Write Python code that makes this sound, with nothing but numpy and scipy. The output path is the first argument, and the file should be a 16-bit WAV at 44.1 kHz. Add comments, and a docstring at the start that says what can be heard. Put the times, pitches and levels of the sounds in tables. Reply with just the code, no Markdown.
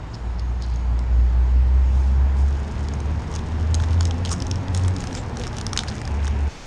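"""Under a concrete road bridge. A vehicle accelerates overhead, its exhaust booming through the deck in
swells, then shifts up. Wheels shake the deck, and rumble and tyre roar grow as it nears, under a thin
hiss. Close by, an angler rummages in a tackle pouch: fingers scrape, gear ticks and plastic packets
crinkle, with a short echo off the concrete. Just before the end the scene cuts to quiet open air
outside."""
import sys
import numpy as np
from scipy import signal
from scipy.fft import rfft, irfft, next_fast_len
from scipy.io import wavfile
from scipy.ndimage import uniform_filter1d, map_coordinates

SR = 44100
rng = np.random.default_rng(int(sys.argv[2]) if len(sys.argv) > 2 else 0)


def to_wav(sig):
    """Store sig (one row per channel, or 1-D mono) as 16-bit WAV at the path in sys.argv[1].

    Samples outside -1..1 are clipped; the rate is SR.
    """
    pcm = np.clip(np.atleast_2d(sig), -1, 1) * 32767
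    pcm = np.round(pcm).astype(np.int16)
    wavfile.write(sys.argv[1], SR, pcm.T)  # frames by channels


N = 293706
TIME = np.arange(N) / SR
SCENE_CUT_S = 6.49


def amp(db):
    """Decibels to gain."""
    return 10 ** (np.asarray(db) / 20)


def unit(x):
    """Scale to rms 1."""
    return x / np.sqrt(np.mean(x ** 2) + 1e-20)


def along(points, hz):
    """Read (frequency, value) points on a log frequency axis."""
    freqs, values = np.transpose(points)
    return np.interp(np.log(hz + 1), np.log(freqs + 1), values)


def wobble(rate, hop=64):
    """A smooth random modulator, rate knots a second."""
    at = np.arange(0, N + hop, hop)
    knots = rng.standard_normal(int(N * rate / SR) + 4)
    return np.interp(np.arange(N), at, map_coordinates(knots, [at * rate / SR]))


def filtered(x, response):
    """EQ x with a gain given as a function of frequency."""
    size = next_fast_len(N + SR // 2)
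    return irfft(rfft(x, size) * response(np.fft.rfftfreq(size, 1 / SR)), size)[:N]


def rush(spectrum, patchy_db):
    """A bed of coloured noise, rms 1, with patches of random gain in time and frequency."""
    bins = signal.stft(rng.standard_normal(N), nperseg=512)[2]
    patches = uniform_filter1d(rng.standard_normal(bins.shape), size=5, axis=0)
    patches = uniform_filter1d(patches, size=16, axis=1)
    noise = signal.istft(bins * amp(patchy_db * unit(patches)), nperseg=512)[1][:N]
    return unit(filtered(noise, lambda hz: amp(along(spectrum, hz))))


def impulse(gain_db):
    """The minimum-phase click that has this spectrum."""
    cepstrum = irfft(np.log(amp(gain_db)))
    half = len(cepstrum) // 2
    cepstrum[1:half] *= 2
    cepstrum[half + 1:] = 0
    return irfft(np.exp(rfft(cepstrum)))


def crackle(rate, spread_db, size):
    """Tiny random pushes of unequal strength, about rate a second, rms 1."""
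    chance, sign, strength = rng.random((3, size))
    at = np.flatnonzero(chance < rate / SR)
    pushes = np.zeros(size)
    pushes[at] = np.sign(sign[at] - .5) * amp(spread_db * np.minimum(-np.log(strength[at]), 3))
    return unit(pushes)


def drive_by(nearest_s, half_power_s):
    """Gain of a source passing on a straight road: 1 at its nearest, half power half_power_s away."""
    return 1 / np.sqrt(1 + ((TIME - nearest_s) / half_power_s) ** 2)


# swells of the exhaust boom (middle [s], half length [s], level [dB])
BOOM_SWELLS = [(0.684, 0.49, -27), (1.6, .6, -16), (2.372, 0.21, -19), (3.087, 0.045, -21.5),
               (3.88, .35, -19.5), (4.849, 0.12, -21), (6.355, 0.24, -20.5)]
def boom(phase, flutter_db=1.17, octave_db=-29, steepness=4.05):
    """The clean firing tone comes through the deck in round-topped, steep-sided swells."""
    power = sum(amp(db) ** 2 * np.exp(-np.abs((TIME - s) / half_s) ** steepness)
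                for s, half_s, db in BOOM_SWELLS)
    tone = unit(np.sin(phase) + amp(octave_db) * np.sin(2 * phase))
    return np.sqrt(power) * amp(flutter_db * wobble(12)) * tone


# engine revs: a long pull, then an upshift (time [s], firing rate [Hz])
REVS = [(0, 53.7), (.45, 60.33), (1.2, 60), (2.5, 69), (3.3, 75.38), (4.65, 91.16), (4.97, 91.38),
        (5.3, 79.25), (5.9, 71.45)]
# exhaust overtones at their nearest (multiple of firing rate, level [dB], loss off throttle [dB])
GROWL = [(1.5, -42.5, 5), (2, -39, 7.5), (3, -39.5, 0.5), (4, -49, 0), (5, -51.5, 0), (6, -48, 1)]
def exhaust(pull_db=-28.5, coast_db=-36.5, lift_s=4.97, lift_fade_s=0.082):
    """Engine firing gives a boom, plus a drone and growl blurred by their many paths round the deck."""
    firing_hz = np.interp(TIME, *np.transpose(REVS)) * (1 + 0.0026 * wobble(9))
    phase = 2 * np.pi * np.cumsum(firing_hz) / SR

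    def scattered(k):
        """Partial k, wandering in level and phase."""
        return wobble(11 * k) * np.sin(k * phase) + wobble(11 * k) * np.cos(k * phase)

    swells = boom(phase)
    off_throttle = np.clip((TIME - lift_s) / lift_fade_s, 0, 1)
    drone_db = pull_db + off_throttle * (coast_db - pull_db)
    drone = amp(drone_db) * unit(np.cos(phase) + 0.52 * scattered(1))
    growl = sum(amp(db - loss_db * off_throttle) * unit(np.sin(k * phase) + 1.7 * scattered(k))
                for k, db, loss_db in GROWL)
    return swells + drone + drive_by(nearest_s=5.44, half_power_s=2.35) * growl


# low-end weight of the deck (frequency [Hz], relative level [dB])
DECK_EQ = [(20, -6), (40, 4), (56, 6), (85, 5.5), (108, 8), (140, -2.5), (220, -4.5), (300, -10),
           (450, -13), (700, -25), (1500, -69), (6000, -100)]
def deck_rumble(level_db=-28, judder_db=0.27):
    """Passing wheels shake the concrete deck."""
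    gain = amp(level_db + judder_db * wobble(8)) * drive_by(nearest_s=4.4, half_power_s=2.28)
    return gain * rush(DECK_EQ, patchy_db=-0.5)


# midrange roar of the tyres (frequency [Hz], relative level [dB])
TYRE_EQ = [(150, -7), (400, -2), (620, 4.5), (880, 8), (1200, 0.5), (1700, -1.5), (2400, -7), (4000, -15),
           (6000, -19), (9000, -52.5), (11000, -35.5), (16000, -65)]
def tyre_roar(level_db=-39):
    """Tyre noise spills round the deck's edges, rising and falling more slowly than the rumble."""
    return amp(level_db) * drive_by(nearest_s=4.88, half_power_s=3.38) * rush(TYRE_EQ, patchy_db=0.84)


# top-end sheen under the bridge (frequency [Hz], relative level [dB])
HISS_EQ = [(1000, 7), (4000, 13.5), (5600, 13.5), (6100, 0.5), (6500, 18.5), (7100, 10.5), (9300, 4),
           (10500, -18), (12000, -7.5), (13500, -21), (16000, -28.5)]
def hiss(level_db=-59):
    """A thin, flickering hiss sits above the traffic."""
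    return amp(level_db) * rush(HISS_EQ, patchy_db=2.5)


# tone of the plastic, shared by all the handling (frequency [Hz], gain [dB])
PLASTIC_EQ = [(300, 4.5), (1000, 7), (2200, 6.5), (2800, 9.5), (3600, 8), (4500, 5), (5400, 9), (6000, 5.5),
              (6500, 9.5), (7200, 3.5), (9500, 0), (10800, -22.5), (13000, -18.5), (16000, -28.5)]
def plastic(size, centre_hz=None, octaves=None):
    """The plastic's answer to one push, through a steep-sided resonance if one is given."""
    hz = np.fft.rfftfreq(size, 1 / SR)
    gain_db = along(PLASTIC_EQ, hz)
    if centre_hz is not None:
        gain_db -= 10 * np.log10(1 + (np.log2((hz + 1) / centre_hz) / octaves) ** 4)
    return impulse(gain_db)


# fingers dragging on line, packets and pouch
# (middle [s], half length [s], level [dB], resonance [Hz], half width [octaves], slip rate [1/s])
FINGER_SCRAPES = [(.146, 0.0063, -41.5, 4800, 0.16, 1800), (0.395, .008, -47.5, 4700, 0.19, 1000),
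                  (.634, 0.013, -46.5, 4400, .15, 350), (.71, .06, -55.5, 4430, 0.15, 160),
                  (2.006, 0.1, -54, 5550, 0.89, 4000), (2.4, 0.032, -51.5, 7500, 0.83, 3400),
                  (4.321, .011, -33.5, 1170, 0.17, 630), (4.324, 0.0097, -29.5, 7400, .45, 1400),
                  (5.178, 0.0097, -39, 3020, 0.94, 1400), (5.178, .023, -46.5, 7400, 0.071, 1400),
                  (5.414, 0.029, -37, 460, 0.15, 2100), (5.801, 0.0094, -40, 3900, 0.28, 1400),
                  (5.888, .0054, -32.5, 4512, 0.2, 1500), (6.3, 0.33, -50, 2210, 0.22, 4000)]
def scrapes(spread_db=2.0, size=2048):
    """Slips swell and fade in one resonance of the rubbed thing: slow ones tick, fast ones swish."""
    out = np.zeros(N)
    for s, half_s, db, centre_hz, octaves, slip_rate in FINGER_SCRAPES:
        near = slice(*np.searchsorted(TIME, [s - .5, s + .5]))
        slips = crackle(slip_rate, spread_db, len(TIME[near]) + size - 1)
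        rasp = signal.fftconvolve(slips, plastic(size, centre_hz, octaves), "valid")
        envelope = np.exp(-((TIME[near] - s) / half_s) ** 2 / 2)
        out[near] += amp(db) * envelope * unit(rasp)
    return out


# ticks and snaps of packets and gear (time [s], level [dB], ring [Hz], knock relative to snap [dB])
GEAR_TICKS = [(.153, -47, 5380, -5), (.3959, -38.5, 4540, -7), (0.623, -37.5, 5200, -6),
              (0.76, -44, 6500, -16), (.9914, -41.5, 4800, -14), (2.886, -36, 4680, -12),
              (2.9373, -38.5, 6600, -1.5), (3.003, -39.5, 6400, -12), (3.34, -37.5, 5660, -14),
              (3.3522, -35.5, 6500, -8), (3.3615, -32, 6550, -13), (3.3918, -39, 3500, -7),
              (3.744, -24, 6300, -15), (3.7504, -28, 6430, -16), (3.8008, -35.5, 3380, 2.5),
              (3.837, -37, 3580, 4), (3.9317, -38.5, 4570, -18), (4.0086, -24.5, 4470, -4.5),
              (4.03, -36.5, 5600, -13), (4.0538, -27, 5070, -25), (4.0712, -39, 5530, -18),
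              (4.1101, -29.5, 3220, -13), (4.2508, -28, 3240, -15), (4.2579, -29.5, 3140, -19),
              (4.2933, -32.5, 5150, -16), (4.3159, -27, 5700, -7), (4.3381, -33, 6300, -2),
              (4.4025, -33, 5224, -17), (4.422, -29, 5170, -19), (4.468, -33.5, 6360, -10),
              (4.5132, -24.5, 5470, -35), (4.5576, -36.5, 5510, -24), (4.6827, -36.5, 3447, -8),
              (4.748, -27, 6740, -7), (4.7657, -34, 6700, -5), (4.7758, -31, 8500, -12),
              (4.8483, -37, 3362, -1), (4.881, -31, 7840, -5.5), (4.9646, -33, 4730, -18),
              (5.004, -36, 6960, -2), (5.04, -34, 6500, 0.5), (5.0717, -33.5, 5250, -20),
              (5.1283, -36, 5743, -5), (5.151, -29, 4950, -2.5), (5.1727, -36.5, 3700, -2),
              (5.3708, -32.5, 5700, -5), (5.3973, -36.5, 5550, -6), (5.4369, -33, 3800, -4),
              (5.469, -33.5, 5540, 1), (5.477, -35.5, 5250, -20), (5.568, -35, 5710, -11),
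              (5.5845, -30.5, 3333, -9), (5.6121, -30.5, 5560, -8), (5.666, -24, 5300, -10),
              (5.7318, -23.5, 5570, -3.5), (5.7645, -34.5, 5450, 5.5), (5.775, -16, 4180, -16),
              (5.7906, -18, 3640, -12.5), (5.835, -33.5, 5500, 3.5), (5.8837, -31.5, 4770, -3),
              (6.016, -38.5, 5035, 5.5), (6.0528, -35.5, 4910, -4), (6.0764, -34.5, 4930, 0),
              (6.246, -38.5, 6600, 5), (6.2694, -35, 3740, -22), (6.2789, -33, 5700, 1.5)]
def ticks(centre_hz=5100, pitch_follow=0.55, crack_t60=0.011, ring_t60=0.0086, size=512):
    """A sharp push and a burst of crackle, brighter if the piece rings higher; the pouch knocks dully."""
    out = np.zeros(N + size)
    t = np.arange(size) / SR
    body = plastic(size)
    pouch = plastic(size, centre_hz=1500, octaves=0.44)
    trim = np.sqrt(.004 * SR / size)  # a tick's level is its energy spread over 4 ms
    for s, db, ring_hz, knock_db in GEAR_TICKS:
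        push = 0.34 * rng.standard_normal(size) * amp(-60 * t / crack_t60)
        push[0] = 1
        packet = plastic(size, centre_hz * (ring_hz / centre_hz) ** pitch_follow, octaves=0.9)
        ping = np.sin(2 * np.pi * ring_hz * t + rng.uniform(0, 2 * np.pi)) * amp(-60 * t / ring_t60)
        snap = unit(np.convolve(push, packet)[:size])
        ring = unit(np.convolve(ping, body)[:size])
        knock = unit(np.convolve(push, pouch)[:size])
        ring_db = rng.normal(-1.5, 2.0)
        tick = unit(snap + amp(ring_db) * ring) + amp(knock_db) * knock
        out[round(s * SR):][:size] += amp(db) * trim * tick
    return out[:N]


# reverb between deck and bank (frequency [Hz], time to fall 60 dB [s])
ECHO_DECAY = [(300, 1), (2000, 0.077), (5000, 0.27), (10000, 0.28)]
def concrete_echo(x, level_db=-17, predelay_s=0.0082):
    """The concrete answers: lows linger, the upper mids die first and the treble leaves a short tail."""
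    hz, t, bins = signal.stft(rng.standard_normal(SR), SR, nperseg=256)
    decay = amp(-60 * t / along(ECHO_DECAY, hz)[:, None])
    tail = signal.istft(bins * decay, SR, nperseg=256)[1]
    delayed = np.pad(x, (round(predelay_s * SR), 0))
    return amp(level_db) * signal.fftconvolve(delayed, tail / np.linalg.norm(tail))[:N]


# bouts of digging among the packets (start [s], hold [s], level [dB])
DIGGING_BOUTS = [(0.62, 0.18, -58.5), (2.68, .32, -53.5), (3.314, 0.062, -45.5), (3.786, .3, -49.5),
                 (4.272, 0.064, -40.5), (4.74, 0.11, -43.5), (4.994, .19, -44.5), (5.39, 0.083, -41.5),
                 (5.536, 0.063, -45), (5.788, 0.019, -38.5), (5.876, 0.11, -46), (6.232, 0.044, -45.5)]
def digging(attack_s=0.028, release_s=.02, stir_from_s=2.45, stir_db=-54.5):
    """Envelope of the hand: bouts rise, hold and die away; once in the pouch it keeps stirring faintly."""
    bouts = np.zeros(N)
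    for s, hold_s, db in DIGGING_BOUTS:
        attack = np.clip((TIME - s) / attack_s + 1, 0, 1)
        release = np.exp(-np.maximum(TIME - s - hold_s, 0) / release_s)
        bouts += amp(db) * attack * release
    stir = amp(stir_db) * ((TIME > stir_from_s) & (TIME < SCENE_CUT_S))
    return np.maximum(stir, bouts)


def crinkle(crease_rate=170, spread_db=6.5, rub_gain=0.54, size=256):
    """Creases of three sizes give way at random over the steady rub of plastic on fabric."""
    rub_colour = plastic(size, centre_hz=4500, octaves=4.7)
    texture = rub_gain * signal.oaconvolve(rng.standard_normal(N), rub_colour)
    for crease_hz in (2800, 4600, 6600):
        creases = crackle(crease_rate, spread_db, N)
        texture += signal.oaconvolve(creases, plastic(size, crease_hz, octaves=0.46))
    return digging() * unit(texture[:N])


# outdoor ambience bed (frequency [Hz], relative level [dB])
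AIR_EQ = [(30, 23), (100, 17), (300, 9), (900, 5), (2500, -2.5), (5000, -3.5), (6500, -4), (9500, -21),
          (11000, -28), (16000, -47)]
def open_air(level_db=-36.5):
    """The open air outside is a quiet, even rush, weighted to the lows."""
    return amp(level_db) * rush(AIR_EQ, patchy_db=0)


def scene():
    """Close handling and traffic under the bridge, then a cut to open air with a 14 ms crossfade."""
    handling = ticks() + crinkle() + scrapes()
    bridge = exhaust() + deck_rumble() + tyre_roar() + concrete_echo(handling) + hiss()
    bridge_fader = np.clip((SCENE_CUT_S - TIME) / 0.014 + .5, 0, 1)
    return (handling + bridge_fader * bridge + (1 - bridge_fader) * open_air())[None]


def record(dry):
    """A brick-wall low-pass at 16.2 kHz on the mono mix."""
    return filtered(dry[0], lambda hz: hz < 16200)[None]


dry = scene()
out = record(dry)
to_wav(out)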